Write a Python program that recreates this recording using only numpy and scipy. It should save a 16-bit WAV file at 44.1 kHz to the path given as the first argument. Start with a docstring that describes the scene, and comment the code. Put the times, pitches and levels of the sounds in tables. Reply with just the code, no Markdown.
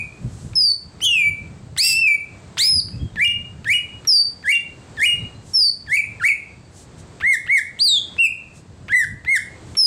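"""Wind thuds on the microphone port, leaves hiss and the garden hums, as a porch still rings from a whistle.
From half a second in, a caged songbird close by clicks its beak and whistles short, nearly pure glides;
both halves of its syrinx take turns, hoarse where the membranes beat unevenly, and walls and roof answer.
Near three seconds a far bird adds thin whistles; then come dipping rises, each handed to the other voice.
Arches and falls carry on to the end; a limiter turns the level down on the loud notes throughout."""
import sys
import numpy as np
from scipy import signal
from scipy.fft import rfft, irfft, next_fast_len
from scipy.io import wavfile
from scipy.ndimage import uniform_filter1d, map_coordinates

SR = 44100
rng = np.random.default_rng(int(sys.argv[2]) if len(sys.argv) > 2 else 0)


def master_out(mix):
    """Clip the mix to full scale and print it as 16-bit PCM to the path in sys.argv[1]."""
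    frames = np.transpose(np.atleast_2d(mix))
    ceiling = np.clip(frames, -1, 1)
    pcm = np.round(ceiling * 32767).astype(np.int16)
    wavfile.write(sys.argv[1], SR, pcm)


N = 434826
LEAD = 11025  # samples sung before time zero, whose echo still rings
TRACK = N + LEAD + SR  # samples in a bird's track
TOP_HZ = 15800  # nothing sounds above this


def amp(db):
    """Gain of a level in dB."""
    return 10 ** (np.asarray(db) / 20)


def unit(x):
    """x at rms 1."""
    return x / np.sqrt(np.mean(x ** 2) + 1e-20)


def along(points, hz):
    """Reads (frequency, value) points at hz, on a log frequency axis."""
    f, v = np.transpose(points)
    return np.interp(np.log(hz + 1), np.log(f + 1), v)


def wobble(rate, size):
    """A smooth random curve, rate knots a second."""
    knots = rng.standard_normal(int(size * rate / SR) + 4)
    return map_coordinates(knots, [np.arange(size) * rate / SR])


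def filtered(x, gain_at):
    """x with each frequency scaled by gain_at(hz), padded so that the ends do not wrap."""
    m = next_fast_len(len(x) + 8192)
    return irfft(rfft(x, m) * gain_at(np.fft.rfftfreq(m, 1 / SR)), m)[:len(x)]


def coloured(x, points):
    """x shaped by a (frequency [Hz], gain [dB]) curve."""
    return filtered(x, lambda hz: amp(along(points, hz)))


def noise(points, size):
    """Coloured noise of rms 1."""
    return unit(coloured(rng.standard_normal(size), points))


def add(track, s, piece, rise=.004, fall=.008):
    """Lays a piece with soft ends (rise and fall in s) on a track that starts LEAD samples early."""
    t = np.arange(len(piece)) / SR
    ends = np.sin(np.pi / 2 * np.clip(np.minimum(t / rise, t[::-1] / fall), 0, 1)) ** 2
    at = track[round(s * SR) + LEAD:][:len(piece)]
    at += (piece * ends)[:len(at)]


# wind buffeting: (time [s], level [dB])
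WIND = [(0, -32), (0.16, -50), (0.26, -25), (0.37, -38), (0.47, -29), (0.7, -46), (1.1, -38), (1.48, -35),
        (2.0, -47), (2.64, -45), (2.77, -23), (2.83, -37), (2.97, -27), (3.25, -33), (3.6, -38),
        (4.31, -51), (4.95, -42), (5.07, -52), (5.22, -31), (5.5, -47), (6.04, -45), (8.2, -49), (8.9, -42),
        (9.16, -30), (9.31, -50), (9.72, -39), (9.86, -55)]
# its bassy colour: (frequency [Hz], relative density [dB per Hz])
BUFFET = [(25, -21.5), (90, 1), (170, -5), (260, -16.5), (600, -35.5), (1000, -72)]


def wind():
    """Low turbulent noise thuds on the microphone port in random lumps."""
    lumps = amp(4.0 * wobble(22, size=N))
    buffet = unit(lumps * noise(BUFFET, size=N))
    return amp(np.interp(np.arange(N) / SR, *np.transpose(WIND))) * buffet


# gusts in the trees: (peak time [s], half length [s], level before flicker [dB])
LEAVES = [(0.025, 0.18, -63), (0.404, 0.15, -52), (5.509, 0.058, -48.5), (6.79, 0.053, -47.5),
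          (7, 0.024, -51), (8.575, 0.033, -51.5), (9.74, 0.091, -55)]
# leaf hiss: (frequency [Hz], relative density [dB per Hz])
RUSTLE = [(1500, -38), (3000, -3.5), (5000, 0), (8000, 6.5), (10000, -6), (15000, -28)]


def leaves():
    """Each gust swells and fades as a bell curve of hiss, as many small leaves brush."""
    t = np.arange(N) / SR
    gusts = sum(amp(db) * np.exp(-((t - s) / half) ** 2) for s, half, db in LEAVES)
    flicker = amp(0.97 * wobble(27, size=N))
    return gusts * flicker * noise(RUSTLE, size=N)


# the garden's hum: (frequency [Hz], relative density [dB per Hz])
GARDEN = [(30, -22.5), (86, -3.5), (164, -9.5), (311, -12.5), (2260, -28.5), (3150, -32), (4520, -30.5),
          (5500, -35.5), (8200, -30.5), (9500, -51.5), (12000, -56), (16000, -72.5)]


def garden():
    """Steady coloured noise whose level drifts slowly."""
    return amp(-45 + 1.7 * wobble(3.33, size=N)) * noise(GARDEN, size=N)


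# arched whistles: (start [s], top [s], end [s], first pitch [Hz], top pitch [Hz], last pitch [Hz],
# first level [dB], first octave [dB re level], level [dB], brightness [dB], rasp drive of the end [dB])
ARCHES = [(-0.13, -.07, -.02, 1827, 2500, 2204, -30, -20, -12, -3, -45),
          (7.21, 7.29, 7.363, 905, 2180, 1660, -46, 27, -5, 0, -25),
          (7.472, 7.533, 7.603, 1226, 2245, 1580, -37.5, 19, -4, -1, -25),
          (8.18, 8.205, 8.279, 2380, 2765, 2320, -26, -5, -3, -3, -42),
          (9.258, 9.318, 9.383, 1680, 2175, 1480, -32, -22, -7, 3, -21)]
# climb: (share of its time, share of its pitch range, level [dB re note], octave [dB re level],
# drive of the higher overtones [dB])
ARCH_UP = [(.18, .5, -23, -18, -40), (.5, .8, -5, -36, -38), (1, 1, -1, -40, -30)]
# drop: (share of its time, level [dB re note], octave [dB re level], drive of the higher overtones [dB])
ARCH_DOWN = [(.35, 0, -36, -26), (.7, -2, -24, -18), (1, -9, -20, -26)]


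def arches():
    """Pitch climbs, then drops with time squared; the end turns hoarse."""
    first_upper_db = -17  # higher overtones under the octave as an arch opens
    flutter = .6  # added pitch flutter [%] of the hoarse end
    notes, hoarse = [], []
    for s, peak, end, first, top, last, first_db, octave_db, db, bright_db, rasp_db in ARCHES:
        up = [(s + u * (peak - s), first + v * (top - first), max(db + level, first_db), *tone)
              for u, v, level, *tone in ARCH_UP]
        down = [(peak + u * (end - peak), top + u * u * (last - top), db + level, *tone)
                for u, level, *tone in ARCH_DOWN]
        opening = (s, first, first_db, octave_db, octave_db + first_upper_db)
        notes.append([opening, *(np.array(up + down) + [0, 0, 0, bright_db, bright_db])])
        hoarse.append((peak + .03, end + .016, rasp_db, flutter))
    return notes, hoarse


# how long the porch rings: (frequency [Hz], time to fall 60 dB [s])
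PORCH_T60 = [(1000, 0.25), (2500, 0.39), (5000, 0.31), (10000, 0.28), (16000, 0.11)]
# strength of its answer: (frequency [Hz], gain [dB])
PORCH_COLOUR = [(1500, -2), (2300, -2), (2900, 0.5), (3600, -2), (10000, 1)]


def porch(x):
    """The answer builds up as the far walls join in; each frequency dies at its own speed."""
    build = 0.008  # s
    hz, t, z = signal.stft(rng.standard_normal(SR), SR, nperseg=256)
    decay = amp(-60 * t / along(PORCH_T60, hz)[:, None])
    shape = (1 - np.exp(-(t / build) ** 2)) * decay
    tail = signal.istft(z * shape, SR, nperseg=256)[1]
    return signal.fftconvolve(coloured(x, PORCH_COLOUR), tail / np.linalg.norm(tail))[:len(x)]


# the beak ticks open: (time [s], drive before colouring [dB])
TICKS = [(0.5328, -20.5), (1.0049, -18), (1.7642, -12.5), (2.571, -9), (2.8843, -25), (3.1575, -15),
         (3.6445, -14), (4.0492, -14), (4.4273, -24), (4.9675, -20), (5.8644, -24), (7.201, -19),
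         (7.2075, -13), (7.4641, -14.5), (8.166, -22), (8.8822, -16), (9.248, -15), (9.7514, -15)]
# (frequency [Hz], gain [dB])
TICK_COLOUR = [(300, -20), (1200, -7), (2500, -5), (4200, -15), (7000, -30), (15000, -42)]


def beak_ticks():
    """Each opening of the beak is a noise burst that falls 60 dB in 30 ms, cut short by a soft end."""
    taps, t = np.zeros(TRACK), np.arange(1200) / SR
    for s, db in TICKS:
        add(taps, s, amp(db - 60 * t / .03) * rng.standard_normal(len(t)), rise=.0006)
    return coloured(taps, TICK_COLOUR)


# high falling whistles: (start [s], length [s], first pitch [Hz], last pitch [Hz], bend of the fall,
# first level [dB], level [dB], brightness [dB])
FALLS = [(0.553, .182, 5330, 4450, 1.45, -18, -5, -1), (4.071, .16, 5780, 4600, 2.9, -16, -2, 0),
         (5.533, .17, 5600, 4450, 1.45, -30, -4, 0), (9.768, .19, 5530, 4500, 1.3, -20, -3, 4)]
# their course: (share of length, level [dB re note], octave [dB re level], drive of the higher overtones [dB])
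FALL_SHAPE = [(0, 0, -12, -40), (.13, 0, -25, -38), (.3, -1, -23, -31), (.55, 0, -22, -32),
              (.78, -2, -21, -35), (1, -5, -24, -37)]


def falls():
    """Pitch drops along a power curve, quick at first and then settling."""
    u, level, octave, upper = np.transpose(FALL_SHAPE)
    notes = []
    for s, length, first, last, bend, first_db, db, bright_db in FALLS:
        hz = last + (first - last) * abs(1 - u) ** bend
        note_db = np.where(u > 0, db + level, first_db)
        notes.append(np.c_[s + u * length, hz, note_db, octave + bright_db, upper + bright_db])
    return notes


# calls sung once, one list for each voice: (time [s], pitch [Hz], level [dB], octave [dB re level],
# drive of the higher overtones [dB])
CALLS_ONCE = [
    [(1.008, 2124, -54.5, 10.5, -8.5), (1.02, 2900, -24, -11, -20.5), (1.045, 3230, -13.5, -11.5, -31.5),
     (1.07, 2970, -10.5, -30, -39.5), (1.13, 2773, -8.5, -23, -31), (1.2, 2426, -9, -39.5, -26.5),
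     (1.25, 2300, -9, -36, -31), (1.303, 2330, -9.5, -35.5, -27)],
    [(1.047, 3576, -20.5, -1, -23), (1.07, 3347, -7.5, -27, -30), (1.103, 3150, -35, -11.5, -30.5)],
    [(1.772, 1240, -40.5, 10, 6), (1.785, 1943, -28, 8, 7.5), (1.81, 2366, -25, 18, 0),
     (1.835, 2614, -18.5, 3.5, -7.5), (1.87, 2739, -13.5, -4, -14.5), (1.93, 2635, -16, -4.5, -7),
     (2.0, 2701, -10, -16, -35), (2.06, 2554, -6.5, -26, -45), (2.085, 2370, -3, -35, -36),
     (2.158, 2293, -10, -32, -25)],
    [(1.825, 4860, -20.5, -16.5, -25), (1.845, 4676, -11.5, -22, -31), (1.88, 4900, -14, -29, -41),
     (1.938, 4750, -16, -22.5, -29.5)],
    [(2.575, 1320, -33, 7, -2.5), (2.59, 3240, -22, -2, -36), (2.61, 4020, -11, -5.5, -25.5),
     (2.635, 4800, -9, -20.5, -33.5), (2.69, 5160, -8, -12.5, -27), (2.78, 4907, -10.5, -14, -38.5),
     (2.797, 4655, -6, -23, -49), (2.809, 3490, -25, -22, -29.5)],
    [(2.578, 751, -46, -20, 14), (2.59, 1600, -32, -30, 1.5), (2.61, 2093, -23, -29, -12.5),
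     (2.68, 2400, -33, -28, -11.5), (2.73, 2445, -64, -26, -3)],
    [(3.275, 3440, -15, -31, -30), (3.286, 3306, -45.5, -30, -34)],
    [(4.55, 3580, -21.5, -26.5, -27), (4.563, 3380, -32, -39.5, -32)],
    [(7.787, 2444, -33.5, -23.5, -8.5), (7.797, 3830, -25, -6.5, -42.5), (7.82, 4680, -1, -26, -49),
     (7.84, 4850, -6.5, -17.5, -21), (7.865, 4500, -5.5, -17.5, -21), (7.895, 3880, -8, -6.5, -33.5),
     (7.94, 3677, -6.5, -22, -39), (7.99, 3246, -9, -19.5, -45)],
    [(8.885, 963, -45, 18, -2), (8.9, 1590, -26.5, -15, -43), (8.92, 1692, -20, -23, -37.5),
     (8.937, 2075, -6.5, -32, -36.5), (8.952, 1940, 1.5, -31.5, -29), (8.963, 2020, -3.5, -27, -21),
     (9.01, 1866, -7.5, -29, -16), (9.053, 1532, -16.5, -25, -40.5)],
]


def single_calls():
    """Freely drawn glides, some of them two voices at once."""
    return list(CALLS_ONCE)


# stretches where the membranes beat unevenly: (start [s], end [s], rasp drive [dB], added pitch flutter [%])
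RASP = [(1.01, 1.064, -20.5, 1.), (1.784, 1.941, -17, 0.37), (2.06, 2.095, -33, .8),
        (2.57, 2.69, -23, 0.42), (8.897, 8.932, -30, 0.9), (9.024, 9.073, -22, 0.77)]


def hoarseness(stretches):
    """Rasp gain and pitch flutter over time, as uneven membranes come and go."""
    rasp, flutter = np.zeros((2, TRACK))
    for start, end, db, percent in stretches:
        stretch = np.ones(round((end - start) * SR))
        add(rasp, start, amp(db) * stretch, rise=0.02, fall=0.01)
        add(flutter, start, percent / 100 * stretch, rise=0.0053, fall=.015)
    return rasp, flutter + 0.0039  # a little flutter is always there


# the far bird: (start [s], length [s], first, middle and last pitch [Hz], peak level before wobble [dB])
FAR = [(2.915, .05, 2850, 2540, 2830, -60), (2.99, .098, 3230, 3280, 3100, -57),
       (3.1, .05, 3750, 3750, 3300, -62), (5.17, .24, 3850, 3970, 4165, -65),
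       (6.45, .07, 4770, 4650, 4570, -69), (6.56, .12, 4650, 4600, 4560, -70)]


def far_bird():
    """Thin pure whistles from across the garden, their level wavering."""
    out = np.zeros(TRACK)
    for s, length, first, middle, last, db in FAR:
        path = [(s, first), (s + length / 2, middle), (s + length, last)]
        phase, hz = glide(path, np.full(SR, .004))
        add(out, s, amp(db + 5.2 * wobble(42, size=len(hz))) * np.sin(phase))
    return out


# dipping rises: (start [s], dip [s], break [s], dip, kick, sag, mid-climb and top pitch [Hz],
# kick level [dB], level [dB], brightness [dB], rasp drive [dB])
RISES = [(3.165, 3.192, 3.252, 1630, 1960, 2020, 2370, 2400, -16, -4, -6, -38),
         (3.652, 3.67, 3.738, 1650, 1880, 1780, 2280, 2600, -19, -5, -2, -30),
         (4.436, 4.455, 4.525, 1620, 1780, 1620, 2210, 2360, -23, -6, -1, -28),
         (4.971, 4.999, 5.059, 1630, 1820, 1770, 2240, 2600, -18, -3, 2, -27),
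         (5.871, 5.895, 5.968, 1650, 1720, 1760, 2200, 2310, -25, -7, 2, -27),
         (6.196, 6.22, 6.283, 1410, 1450, 1620, 2240, 2310, -20, -3, -2, -29)]
# start, dip, kick, sag, then three climb points:
# (level [dB re kick, then re note], octave [dB re level], drive of the higher overtones [dB])
RISE_TONE = [(-14, -24, -36), (-4, -14, -24), (0, -21, -24), (-1, -22, -22), (-6, -33, -27), (0, -36, -27),
             (-4, -14, -15)]
# (share of climb time and share of the way to mid-climb pitch at its first point, share of time at mid-climb)
CLIMB = (.22, .55, .55)


def rises():
    """Pitch dips, kicks and sags, then climbs until the voice breaks; hoarse from the dip on."""
    from_hz, kick_s, sag_s = 1910, .007, .014  # opening pitch; kick and sag after the dip
    dip_flutter, climb_flutter = 1.8, .6  # added pitch flutter [%]
    early, share, middle = CLIMB
    notes, hoarse = [], []
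    for s, dip, end, low, kick, sag, mid, top, kick_db, db, bright_db, rasp_db in RISES:
        foot = dip + sag_s
        path = [(s, from_hz, kick_db), (dip, low, kick_db), (dip + kick_s, kick, kick_db), (foot, sag, kick_db)]
        climb = [(early, sag + share * (mid - sag)), (middle, mid), (1, top)]
        path += [(foot + u * (end - foot), hz, db) for u, hz in climb]
        notes.append([(t, hz, base + level, *np.add(tone, bright_db))
                      for (t, hz, base), (level, *tone) in zip(path, RISE_TONE)])
        hoarse += [(dip - .012, foot + .012, rasp_db, dip_flutter), (foot, end + .005, rasp_db, climb_flutter)]
    return notes, hoarse


# held notes: (start [s], length [s], first pitch [Hz], last pitch [Hz], level [dB], last level [dB],
# brightness [dB])
HOLDS = [(3.245, .085, 2850, 2830, -5, -15, -6), (3.733, .05, 2910, 2890, -8, -11, -1),
         (4.52, .065, 2810, 2770, -7, -17, -2), (5.055, .09, 2885, 2850, -5, -16, 1),
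         (5.967, .046, 2740, 2290, -9, -13, 1), (6.282, .051, 2760, 2160, -5, -10, -1)]
# entry to end: (octave [dB re level], drive of the higher overtones [dB])
HOLD_TONE = [(-22, -20), (-36, -25), (-33, -30), (-33, -30)]


def holds():
    """The other voice takes over near the break of a rise, enters softly and settles early in pitch."""
    entry_db, bend = -3, 2.8
    u = np.array([0, .15, .55, 1])
    notes = []
    for s, length, first, last, db, last_db, bright_db in HOLDS:
        level = db + u * (last_db - db) + entry_db * (u == 0)
        hz = last + (first - last) * abs(1 - u) ** bend
        notes.append(np.c_[s + u * length, hz, level, np.add(HOLD_TONE, bright_db)])
    return notes


def song():
    """Every note of the near bird in time order, and all hoarse stretches."""
    arch_notes, arch_hoarse = arches()
    rise_notes, rise_hoarse = rises()
    notes = arch_notes + falls() + single_calls() + rise_notes + holds()
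    return sorted(notes, key=lambda rows: rows[0][0]), list(RASP) + arch_hoarse + rise_hoarse


def glide(rows, flutter):
    """Phase, pitch and the other columns of a note; muscles round the corners of its pitch with a cubic."""
    s, hz, *cols = np.transpose(rows)
    t = np.arange(s[0], s[-1], 1 / SR)
    j = np.clip(np.searchsorted(s, t, "right") - 1, 0, len(s) - 2)
    step, lean = np.diff(s)[j], np.diff(hz) / np.diff(s)
    before, after = np.r_[lean[0], lean], np.r_[lean, lean[-1]]
    total = before + after
    # flat at turning points, so no overshoot
    slope = np.where(before * after > 0, 2 * before * after / np.where(total == 0, 1, total), 0)
    u = (t - s[j]) / step
    rise = hz[j + 1] - hz[j]
    bow = (1 - u) * (slope[j] * step - rise) - u * (slope[j + 1] * step - rise)
    hz = hz[j] + u * rise + u * (1 - u) * bow
    hz = hz * (1 + flutter[:len(t)] * wobble(170, size=len(t)))
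    return 2 * np.pi * np.cumsum(hz) / SR, hz, *[np.interp(t, s, c) for c in cols]


# colour of the higher overtones: (frequency [Hz], gain [dB])
THROAT = [(3000, 10), (6000, -8.5), (8500, 6.5), (11000, -4), (16000, -5)]
# hissing air in the rasp: (frequency [Hz], relative gain [dB])
RASP_COLOUR = [(1000, -26.5), (4500, 2.5), (8000, 0), (16000, -21)]


def syrinx():
    """Two voices whistle nearly pure tones with weak overtones; they mix in one windpipe."""
    notes, hoarse = song()
    rasp, flutter = hoarseness(hoarse)
    out, hiss = np.zeros(TRACK), noise(RASP_COLOUR, size=TRACK)
    for rows in notes:
        at = round(rows[0][0] * SR) + LEAD
        phase, hz, db, octave_db, upper_db = glide(rows, flutter[at:])
        span = slice(at, at + len(hz))
        octave = np.sin(2 * phase)
        stack = 0
        for k in range(3, 10):
            gain = amp(along(THROAT, k * hz) - 3.6 * (k - 3))
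            stack = stack + (k * hz < TOP_HZ) * gain * np.sin(k * phase)
        tone = np.sin(phase) + amp(octave_db) * octave + amp(upper_db) * stack
        # uneven beats smear the overtones and let air hiss through
        beats = wobble(700, size=len(hz))
        tone += rasp[span] * (beats * (0.8 * octave + 1.6 * stack) + 0.6 * hiss[span])
        # the product with the voice already sounding makes sum tones and weaker difference tones
        tone += 2.1 * np.gradient(tone * out[span])
        add(out, rows[0][0], np.sqrt(2) * amp(db + 0.43 * wobble(90, size=len(hz))) * tone)
    return coloured(out, [(500, -33), (900, -2)])  # a small beak radiates no bass


def scene():
    """Both birds in the porch, over wind, leaves and garden."""
    near, far = syrinx() + beak_ticks(), far_bird()
    birds = near + far + porch(amp(-9.5) * near + amp(-1) * far)
    return (birds[LEAD:LEAD + N] + wind() + leaves() + garden())[None]


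def record(dry):
    """A limiter takes most of the level over the knee and lets go slowly; then the band limit."""
    knee_db, share, release_db = -17, 0.61, 35  # dB, share of the excess removed, dB a second
    window = 130  # samples of level and gain smoothing
    x, t = dry[0], np.arange(N) / SR
    level = 10 * np.log10(np.abs(uniform_filter1d(x ** 2, size=window)) + 1e-12)
    cut_db = share * np.maximum(level - knee_db, 0)
    held_db = np.maximum.accumulate(cut_db + release_db * t) - release_db * t
    gain = amp(-uniform_filter1d(held_db, size=window))
    return filtered(x * gain, lambda hz: hz < TOP_HZ)[None]


dry = scene()
out = record(dry)
master_out(out)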